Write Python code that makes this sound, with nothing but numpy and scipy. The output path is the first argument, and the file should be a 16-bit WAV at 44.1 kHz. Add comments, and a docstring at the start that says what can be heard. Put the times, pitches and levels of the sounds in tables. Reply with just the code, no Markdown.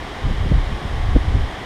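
"""Lakeside breeze in the trees

Countless leaves merge into one smooth, steady rustle over a low rush of distant air.
Gusts reach the microphone in two waves of lumpy rumble with a flutter of small eddies on top,
and a few strong eddies hit it as low bumps."""
import sys
import numpy as np
from scipy import signal
from scipy.fft import rfft, irfft
from scipy.io import wavfile
from scipy.ndimage import uniform_filter1d

SR = 44100
rng = np.random.default_rng(int(sys.argv[2]) if len(sys.argv) > 2 else 0)


def dump_mix(stems):
    """Bounce the given channels to the path in sys.argv[1] as a 16-bit WAV at rate SR."""
    frames = np.atleast_2d(stems).T  # one column per channel
    limited = np.clip(frames, -1, 1)  # hard clip at full scale
    pcm = np.round(limited * 32767).astype(np.int16)
    wavfile.write(sys.argv[1], SR, pcm)


N = 72765
TIME = np.arange(N) / SR


def from_db(db):
    """Decibels to gain."""
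    return 10 ** (np.asarray(db) / 20)


def unit_power(x):
    """Scale to an RMS of one."""
    return x / np.sqrt(np.mean(x ** 2) + 1e-20)


def envelope(rows):
    """A fader ride through (time [s], level [dB]) points."""
    return from_db(np.interp(TIME, *np.transpose(rows)))


def noise(spectrum):
    """Unit-power noise coloured by (frequency [Hz], relative level [dB]) points."""
    hz, db = np.transpose(spectrum)
    bin_hz = np.maximum(np.arange(N + 1) * SR / (2 * N), 1)
    colour = from_db(np.interp(np.log(bin_hz), np.log(hz), db))
    white = rng.standard_normal(2 * N)
    return unit_power(irfft(rfft(white) * colour)[:N])


def turbulence(spectrum, span_s=0.031, evenness=0.72):
    """Irregular eddies of similar strength: noise partly evened out by its own short-term power."""
    raw = noise(spectrum)
    power = uniform_filter1d(np.abs(signal.hilbert(raw)) ** 2, int(span_s * SR))
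    return unit_power(raw / (power + 1e-9) ** (evenness / 2))


# Tone of the leaves, as the microphone colours it: (frequency [Hz], relative level [dB])
LEAF_SPECTRUM = [(290, -50), (500, -1), (600, -4), (740, 2), (935, -3), (1110, -1), (1370, -8), (1900, -4),
                 (2200, -7), (2640, -14.5), (3180, -8), (3800, -13.5), (4410, -20), (5300, -20),
                 (6210, -26.5), (6760, -26), (7680, -31.5), (8800, -28.5), (9600, -35.5), (10700, -34),
                 (11800, -41.5), (13500, -40.5), (14800, -47), (15300, -52)]
# Low rush of distant wind: (frequency [Hz], relative level [dB])
AIR_SPECTRUM = [(15, -17.5), (55, 0), (110, -3), (190, -5.5), (320, -3.5), (430, -4.5), (560, -22),
                (900, -36), (3000, -110)]

def trees(leaves_db=-33, air_db=-35.5):
    """The steady bed: many leaves blur into one rustle, with the low rush of air behind it."""
    rustle = from_db(leaves_db) * noise(LEAF_SPECTRUM)
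    rush = from_db(air_db) * noise(AIR_SPECTRUM)
    return rustle + rush


# Strength of the gusts, in two waves: (time [s], level [dB])
GUST_ENVELOPE = [(0, -31), (.08, -39), (.21, -36), (.255, -13.5), (.315, -19.5), (.38, -22.5), (.415, -17),
                 (.5, -19), (.55, -8.5), (.585, -13), (.65, -23.5), (.75, -22), (.815, -43), (.858, -25.5),
                 (.895, -29.5), (.92, -22), (1.1, -17), (1.19, -16.5), (1.235, -25), (1.295, -14),
                 (1.33, -20), (1.39, -14), (1.445, -19.5), (1.505, -34), (1.65, -42)]
# Deep body of the turbulence: (frequency [Hz], relative level [dB])
RUMBLE_SPECTRUM = [(10, -10.5), (20, -0.5), (32, 1), (58, -0.5), (90, -5), (130, -13), (190, -31),
                   (300, -41), (600, -59), (2000, -120)]
# Quick flurries of small eddies: (time [s], level [dB])
FLUTTER_ENVELOPE = [(0, -57), (.22, -43.5), (.255, -34), (.31, -26), (.38, -45), (.465, -25.5), (.5, -36),
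                    (.585, -33.5), (.66, -49), (.722, -29.5), (.78, -48), (.855, -28.5), (.9, -43),
                    (1.06, -45), (1.105, -31), (1.22, -50), (1.305, -34), (1.362, -26.5), (1.43, -49),
                    (1.65, -59)]
# Upper-bass tone of the small eddies: (frequency [Hz], relative level [dB])
FLUTTER_SPECTRUM = [(20, -34), (60, -29), (120, -3), (170, 0), (260, -3), (350, -15), (550, -17),
                    (1000, -51), (3000, -110)]

def buffeting():
    """Gusts rumble on the microphone while small eddies flutter above them."""
    rumble = envelope(GUST_ENVELOPE) * turbulence(RUMBLE_SPECTRUM)
    flutter = envelope(FLUTTER_ENVELOPE) * turbulence(FLUTTER_SPECTRUM)
    return rumble + flutter


# Eddy hits, before the soft limit: (time [s], peak level [dB], half width [s], churn level [dB])
EDDY_HITS = [(0.521, -5, 0.0019, -15.5), (.856, -13.5, 0.0021, -27.5), (1.092, -10, 0.0024, -38),
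             (1.1634, -5.5, 0.00446, -9.5), (1.353, -4.5, .0026, -30)]
# Low-mid churn inside an eddy: (frequency [Hz], relative level [dB])
CHURN_SPECTRUM = [(20, -40), (80, -24), (170, -2.5), (250, -3), (400, -11.5), (680, -20), (1000, -38),
                  (3000, -100)]

def eddy_bumps(churn_half_width_s=0.005):
    """Each strong eddy sucks, then pushes on the microphone, with a short churn at its core."""
    out = np.zeros(N)
    churn = turbulence(CHURN_SPECTRUM)
    for hit_s, peak_db, half_width_s, churn_db in EDDY_HITS:
        offset = (TIME - hit_s) / half_width_s
        suck_push = offset * np.exp((1 - offset ** 2) / 2)  # swings to -1, then +1
        churn_fade = np.exp(-((TIME - hit_s) / churn_half_width_s) ** 2 / 2)
        out += from_db(peak_db) * suck_push
        out += from_db(churn_db) * churn * churn_fade
    return out


def soft_limit(wind, ceiling=0.82):
    """Round off the strongest pushes of the wind."""
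    return wind / (1 + (wind / ceiling) ** 6) ** (1 / 6)


def scene():
    """Mono mix: the bed of trees under soft-limited wind on the microphone."""
    bed = trees()
    wind = soft_limit(buffeting() + eddy_bumps())
    return (bed + wind)[None]


def record(dry, cutoff_hz=15250):
    """A steep low-pass takes off the top of the treble."""
    low_pass = signal.ellip(12, 0.1, 80, cutoff_hz, fs=SR, output="sos")
    return signal.sosfilt(low_pass, dry)


dry = scene()
out = record(dry)
dump_mix(out)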